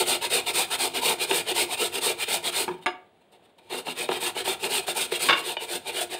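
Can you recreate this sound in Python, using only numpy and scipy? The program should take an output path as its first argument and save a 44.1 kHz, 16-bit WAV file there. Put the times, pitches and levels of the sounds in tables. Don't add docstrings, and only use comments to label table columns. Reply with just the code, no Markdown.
import sys
import numpy as np
from scipy import signal
from scipy.fft import rfft, irfft, next_fast_len
from scipy.io import wavfile
from scipy.ndimage import uniform_filter1d, map_coordinates

SR = 44100
rng = np.random.default_rng(int(sys.argv[2]) if len(sys.argv) > 2 else 0)


def invert_db(x):
    u = np.asarray(x, float) / 20
    return 10 ** u


def waveform_to_disk(signal):
    frames = np.transpose(np.atleast_2d(signal))
    scaled = np.clip(frames, -1, 1) * 32767
    samples = np.round(scaled).astype(np.int16)
    wavfile.write(sys.argv[1], SR, samples)


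N = 272979

# centre in Hz, width in Hz, level in dB.
SHEET_MODES = [(1371, 114, -9), (1705, 170, -9), (2067, 295, -8), (2430, 153, -1.5), (2768, 212, -2),
               (3186, 400, -5), (3448, 90, -1.5), (3693, 102, -0.5), (4196, 180, -7), (4950, 120, -15.5)]
# centre in Hz, width in Hz, level in dB.
BOX_MODES = [(161, 30, -17), (260.2, 16.8, -10), (353, 29, 0), (453.6, 65, -1), (626.5, 52.5, -5),
             (728, 96, -2.5), (808, 124, -4), (915.6, 72, -2.5), (1233, 135, -11.5), (1296, 119, -12)]
# centre in Hz, width in Hz, level in dB.
CRACK_MODES = [(700, 280, -2.5), (1710, 700, -5), (3110, 1100, -20)]


def unit(x):
    return x / np.sqrt(np.mean(x ** 2) + 1e-20)


def along(points, hz):
    f, v = np.transpose(points)
    return np.interp(np.log(hz + 1), np.log(f + 1), v)


def wobble(rate):
    knots = rng.standard_normal(int(N * rate / SR) + 4)
    return map_coordinates(knots, [np.arange(N) * rate / SR])


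def filtered(x, response):
    m = next_fast_len(N + SR // 2)
    hz = np.fft.rfftfreq(m, 1 / SR)
    return irfft(rfft(x, m) * response(hz), m)[:N]


def resonant(modes):
    def response(f):
        total = 0
        for k, (centre, width, db) in enumerate(modes):
            damping = 1j * f * width
            total = total + (-1) ** k * invert_db(db) * damping / (centre * centre - f * f + damping)
        return total
    return response


def snaps(per_s, spread_db, smooth):
    when, size, sign = rng.random((3, N))
    heights = invert_db(-spread_db * np.log(size + 0.0074)) * np.sign(sign - 0.5)
    pops = (when < per_s / SR) * heights
    return unit(unit(pops) + smooth * rng.standard_normal(N))


def pressure():
    # start in s, length in s, shred in dB, swell toward the end in dB.
    pushes = [(0.05, 0.13, -26.5, -1), (0.295, 0.12, -26.5, -3), (0.531, 0.13, -27, -8),
              (0.778, 0.11, -27, 2.8), (1.009, 0.14, -26.5, -0.5), (1.264, 0.16, -29.5, 14),
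              (1.538, 0.12, -27, -0.5), (1.768, 0.12, -28.5, 2), (2.005, 0.13, -27.5, 0),
              (2.263, 0.13, -29, 2.5), (2.516, 0.14, -28.5, 3), (3.77, 0.05, -41, -20.5),
              (3.948, 0.12, -36, 7.5), (4.192, 0.12, -32.2, 1), (4.438, 0.12, -31.5, -2),
              (4.681, 0.13, -29, 7), (4.942, 0.13, -30, 0), (5.189, 0.12, -29.5, -9.5),
              (5.418, 0.13, -35, 5), (5.656, 0.13, -36, 19.5), (5.903, 0.15, -35.5, 19),
              (6.156, 0.1, -45.5, 8)]
    # start in s, length in s, shred in dB, swell in dB.
    pulls = [(-0.009, 0.062, -31, -32), (0.207, 0.079, -33, -9.5), (0.457, 0.071, -32, -6.5),
             (0.698, 0.072, -30.5, 1.5), (0.934, 0.074, -32, 6), (1.175, 0.086, -32, 15),
             (1.448, 0.083, -33, 19), (1.658, 0.1, -39.5, 42), (1.906, 0.092, -35.5, 22),
             (2.162, 0.088, -34.5, 29), (2.42, 0.089, -32.5, 13), (3.694, 0.086, -39, 7.5),
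             (3.842, 0.093, -41.5, 19.5), (4.074, 0.12, -38.5, 7), (4.342, 0.088, -36.5, 8),
             (4.621, 0.063, -33, -4), (4.861, 0.075, -32.5, -2), (5.105, 0.087, -35, -7),
             (5.348, 0.072, -39.5, 9), (5.59, 0.071, -40, 5.5), (5.843, 0.071, -39.5, 30.5),
             (6.09, 0.08, -40, 10)]
    # start in s, length in s, shred in dB, swell in dB.
    drags = [(.42, 0.075, -53, -2.5), (.66, 0.092, -52.5, 2), (.9, 0.064, -54, -3), (2.69, 0.064, -60, -2),
             (2.74, 0.08, -72, 0), (2.812, 0.04, -60.5, -3), (3.205, .03, -80, -6),
             (3.317, 0.063, -67.5, -11), (3.421, 0.047, -73, 14), (3.49, 0.019, -78.5, 0),
             (3.581, 0.022, -67.5, -24.5), (3.592, 0.14, -72.5, 13), (4.59, 0.041, -45.5, 1.5),
             (4.825, 0.037, -49, -8), (5.075, 0.037, -54, 0), (5.81, 0.061, -61, 6)]
    # time in s, extra ring in dB.
    fresh_face = [(0, -0.2), (1.0, -0.9), (1.35, -0.5), (1.8, 0.2), (2.15, -2.5), (2.6, -0.1), (3.2, 0),
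                  (3.75, 1.5), (4.1, 1), (4.3, -0.5), (4.5, 2.5), (4.72, -3.4), (4.9, -1.5), (5.2, -2),
                  (5.5, -1), (6.1, 0)]
    firm_db = -30
    sheet_per_soft_db, box_per_soft_db, fresh_on_sheet = 0.1555, 0.2523, 0.25
    # strokes, sheet and box over the shred in dB, roundness (low = full speed is reached at once and held)
    kinds = (pushes, 0.8, -0.84, 0.9), (pulls, 3.5, 1.03, 1.06), (drags, 1.2, -1, 0.63)

    out = np.zeros((3, N + SR))
    for strokes, sheet_db, box_db, roundness in kinds:
        for start, length, db, swell_db in strokes:
            span = np.arange(max(round(start * SR), 0), round((start + length) * SR))
            u = np.clip((span / SR - start) / length, 0, 1)
            speed = np.abs(np.sin(np.pi * u)) ** (roundness * np.array([[1.1], [0.9], [0.8]]))
            swell = swell_db * np.array([[1], [0.7], [0.55]]) * (u - 0.5)
            soft = firm_db - db
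            fresh = np.interp(start, *np.transpose(fresh_face))
            sheet_ring = sheet_db + sheet_per_soft_db * soft + fresh_on_sheet * fresh
            box_ring = box_db + box_per_soft_db * soft + fresh
            out[:, span] += speed * invert_db(db + swell + [[0], [sheet_ring], [box_ring]])
    out = out[:, :N]
    return out + invert_db(-27.5) * uniform_filter1d(out, size=5000, axis=1)


def patchy(x, depth_db):
    z = signal.stft(x, nperseg=1024)[2]
    field = uniform_filter1d(rng.standard_normal(z.shape), size=5, axis=0)
    field = uniform_filter1d(field, size=5, axis=1)
    return signal.istft(z * invert_db(depth_db * unit(field)), nperseg=1024)[1][:N]


def rasp():
    # frequency in Hz, density in dB per Hz.
    shred_spectrum = [(2530, -22.5), (4300, -2), (4630, -4), (5830, -12), (7500, -7.5), (8180, -1.5),
                      (9150, 0), (10500, -11), (12500, -11), (14100, -12), (15500, -11.5)]
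    shred, sheet, box = pressure()
    catch = wobble(70)

    hiss = unit(filtered(snaps(6000, 1.6, smooth=1.25), lambda f: invert_db(along(shred_spectrum, f))))
    hiss = patchy(hiss, depth_db=1.3) * shred * invert_db(0.58 + 1.63 * catch + 0.98 * wobble(260))

    face = snaps(3000, 1.8, smooth=1.0) * sheet * invert_db(0.24 * catch + 0.9 * wobble(150))
    hollow = snaps(1200, 2.1, smooth=0.8) * box * invert_db(0.9 * catch + 0.7 * wobble(30))
    ring = invert_db(14) * filtered(face, resonant(SHEET_MODES))
    ring = ring + invert_db(19) * filtered(hollow, resonant(BOX_MODES))

    push = rng.standard_normal(N) * uniform_filter1d(box, size=9000)
    counter = filtered(push, resonant([(97.7, 72, 2.4)]))
    return hiss + patchy(ring, depth_db=3.0) + counter


def knocks():
    # time in s, peak in dB, sheet share in dB.
    blows = [(1.311, -10.5, -2.5), (3.724, -26, -9), (3.867, -20, -8.5), (3.879, -16, -16),
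             (4.089, -10, -11), (4.225, -18, -5), (4.475, -13, -4), (4.641, -23, 8), (4.881, -14.5, -8),
             (5.12, -13, -9.5), (0.305, -31.5, 0), (2.282, -22.5, 2.8), (3.742, -20, -19),
             (4.116, -14, -6.5), (4.457, -22.5, 0.5), (4.363, -20, -16)]
    t = np.arange(SR // 20) / SR
    scuff_s = np.array([[0.04], [0.04], [0.015]])
    low, high, crack = np.zeros((3, N))
    for s, db, sheet_db in blows:
        contact = rng.standard_normal((3, len(t))) + 9 * (t == 0)
        puff = invert_db(db - 60 * t / scuff_s) * contact
        low[round(s * SR):][:len(t)] += puff[0]
        high[round(s * SR):][:len(t)] += invert_db(sheet_db) * puff[1]
        crack[round(s * SR):][:len(t)] += puff[2]
    box = invert_db(12) * filtered(low, resonant(BOX_MODES))
    sheet = invert_db(6.5) * filtered(high, resonant(SHEET_MODES))
    return box + sheet + invert_db(-1.0) * filtered(crack, resonant(CRACK_MODES))


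def clink(hits, modes, ring_db, rattle_db, rattle_s, shiver):
    out, jolt = np.zeros((2, N + SR))
    t = np.arange(SR // 4) / SR
    onset = 1 - np.exp(-t / 0.00035)
    for s, db in hits:
        for hz, level, t60 in modes:
            drift = np.cumsum(rng.standard_normal(len(t))) / np.sqrt(SR)
            phase = 2 * np.pi * hz * t + shiver * np.sqrt(hz / 3100) * drift
            ring = invert_db(level + rng.normal(0, 1.2) - 60 * t / t60) * np.sin(phase)
            out[round(s * SR):][:len(t)] += invert_db(db + ring_db) * onset * ring
        rattle = invert_db(db + rattle_db - 60 * t / rattle_s) * rng.standard_normal(len(t))
        jolt[round(s * SR):][:len(t)] += rattle

    def whole_grater(f):
        body = resonant(SHEET_MODES)(f) + invert_db(-1.5) * resonant(BOX_MODES)(f)
        body = body + invert_db(-0.5) * resonant(CRACK_MODES)(f)
        return body / (1 + 1j * f / 4500) ** 2

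    return out[:N] + filtered(jolt[:N], whole_grater)


def clatter():
    # time in s, peak in dB.
    skips = [
        (5.287, -0.5),
        (5.295, 2),
        (5.306, -2),
        (5.327, -4),
        (5.331, -7.5),
        (5.35, -16),
        (5.361, -15),
        (5.377, -18),
    ]
    # frequency in Hz, level in dB, t60 in s.
    skip_modes = [(341.8, -10.5, 0.3), (894, -8, 0.094), (1113, 3.3, 0.13), (1297, 0, 0.055),
                  (1460, -7, .13), (1480, -8.5, 0.11), (1595, -2, 0.048), (2207, 0, 0.1),
                  (2810, 2.5, 0.037), (2810, -3, .2), (3280, -28, 0.18), (3560, -1.5, 0.12),
                  (3970, -18, 0.16), (4520, -14.5, 0.1), (4780, -14, 0.075), (4920, -20, 0.056),
                  (6300, -34, .1), (5300, -26, 0.12)]
    return clink(skips, skip_modes, ring_db=-19.5, rattle_db=-3.5, rattle_s=0.06, shiver=21)


def tap():
    # time in s, peak in dB.
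    touches = [
        (2.86, -14),
        (2.864, -11.5),
        (2.88, -26),
    ]
    # frequency in Hz, level in dB, t60 in s.
    tap_modes = [(365.6, -1, 0.21), (728, -2, 0.13), (793, -17.5, .07), (900, 3.5, 0.14), (1150, 9, 0.081),
                 (1678, 9.5, 0.036), (2136, 12.5, 0.023), (2240, -14.5, 0.31), (2860, -4.5, 0.18),
                 (3200, -14, 0.13), (3670, -13, 0.13), (5030, -14.5, 0.12), (6850, -10, .03),
                 (9120, -6.5, 0.037)]
    return clink(touches, tap_modes, ring_db=-14.5, rattle_db=4, rattle_s=0.06, shiver=9)


def bump():
    # time in s, peak in dB.
    rocks = [
        (2.679, -16),
        (2.688, -18),
        (2.712, -25),
    ]
    # frequency in Hz, level in dB, t60 in s.
    bump_modes = [(365, -3.5, 0.22), (474, -7.5, .1), (728, -20, .1), (928, 3, 0.07), (1240, -9.5, 0.071),
                  (1370, -14, 0.065), (1690, -8.5, 0.041), (2310, -6, 0.033), (3100, -15, .03)]
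    return clink(rocks, bump_modes, ring_db=-9, rattle_db=-3, rattle_s=0.025, shiver=26)


def tick():
    # time in s, peak in dB.
    touch = [
        (5.5679, -14),
    ]
    # frequency in Hz, level in dB, t60 in s.
    tick_modes = [(924, -5.5, 0.11), (2370, 1, 0.031), (2940, -3.5, 0.23), (3630, -9, 0.07),
                  (4500, -16, 0.065), (5300, -32, 0.0635)]
    return clink(touch, tick_modes, ring_db=-11.5, rattle_db=6.5, rattle_s=0.015, shiver=7.4)


def thuds():
    # time in s, peak in dB.
    swings = [
        (2.704, -33),
        (2.784, -44),
        (3.73, -54),
        (3.87, -37),
        (4.09, -34.5),
        (4.291, -48.5),
    ]
    out, t = np.zeros(N + SR), np.arange(SR // 8) / SR
    swing = (1 - np.exp(-t / 0.008)) * np.sin(2 * np.pi * 172 * t)
    for s, db in swings:
        out[round(s * SR):][:len(t)] += invert_db(db - 60 * t / 0.13) * swing
    return out[:N]


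def kitchen(x):
    # frequency in Hz, t60 in s.
    tile_decay = [(200, 0.43), (1000, 0.38), (4000, 0.24), (12000, 0.19)]
    hz, t, z = signal.stft(rng.standard_normal(SR // 2), SR, nperseg=256)
    decay = invert_db(-60 * t / along(tile_decay, hz)[:, None])
    tail = signal.istft(z * decay, SR, nperseg=256)[1]
    delayed = np.pad(x, (200, 0))
    return signal.fftconvolve(delayed, tail / np.linalg.norm(tail))[:N]


def hush():
    # frequency in Hz, density in dB per Hz.
    air_spectrum = [(25, -13.5), (50, -4.5), (97, 1), (140, -4), (209, 4), (281, -3), (358, 2), (702, 2.5),
                    (1230, -12), (1660, -12), (3620, -12), (5720, -33), (8790, -25), (15500, -38.5)]
    air = unit(filtered(rng.standard_normal(N), lambda f: invert_db(along(air_spectrum, f))))
    return invert_db(-61.5 + 0.87 * wobble(27)) * air


def scene():
    grater = rasp() + knocks() + thuds() + bump() + tap() + clatter() + tick()
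    return (grater + invert_db(-10.5) * kitchen(grater) + hush())[None]


def band_limit(x):
    return signal.sosfilt(signal.butter(12, 15610, fs=SR, output="sos"), x)


def record(dry):
    def microphone(f):
        return (1j * f / (45 + 1j * f)) ** 4 * (f < 15640)

    mix = filtered(dry[0], microphone)[None]
    return band_limit(mix)


dry = scene()
out = record(dry)
waveform_to_disk(out)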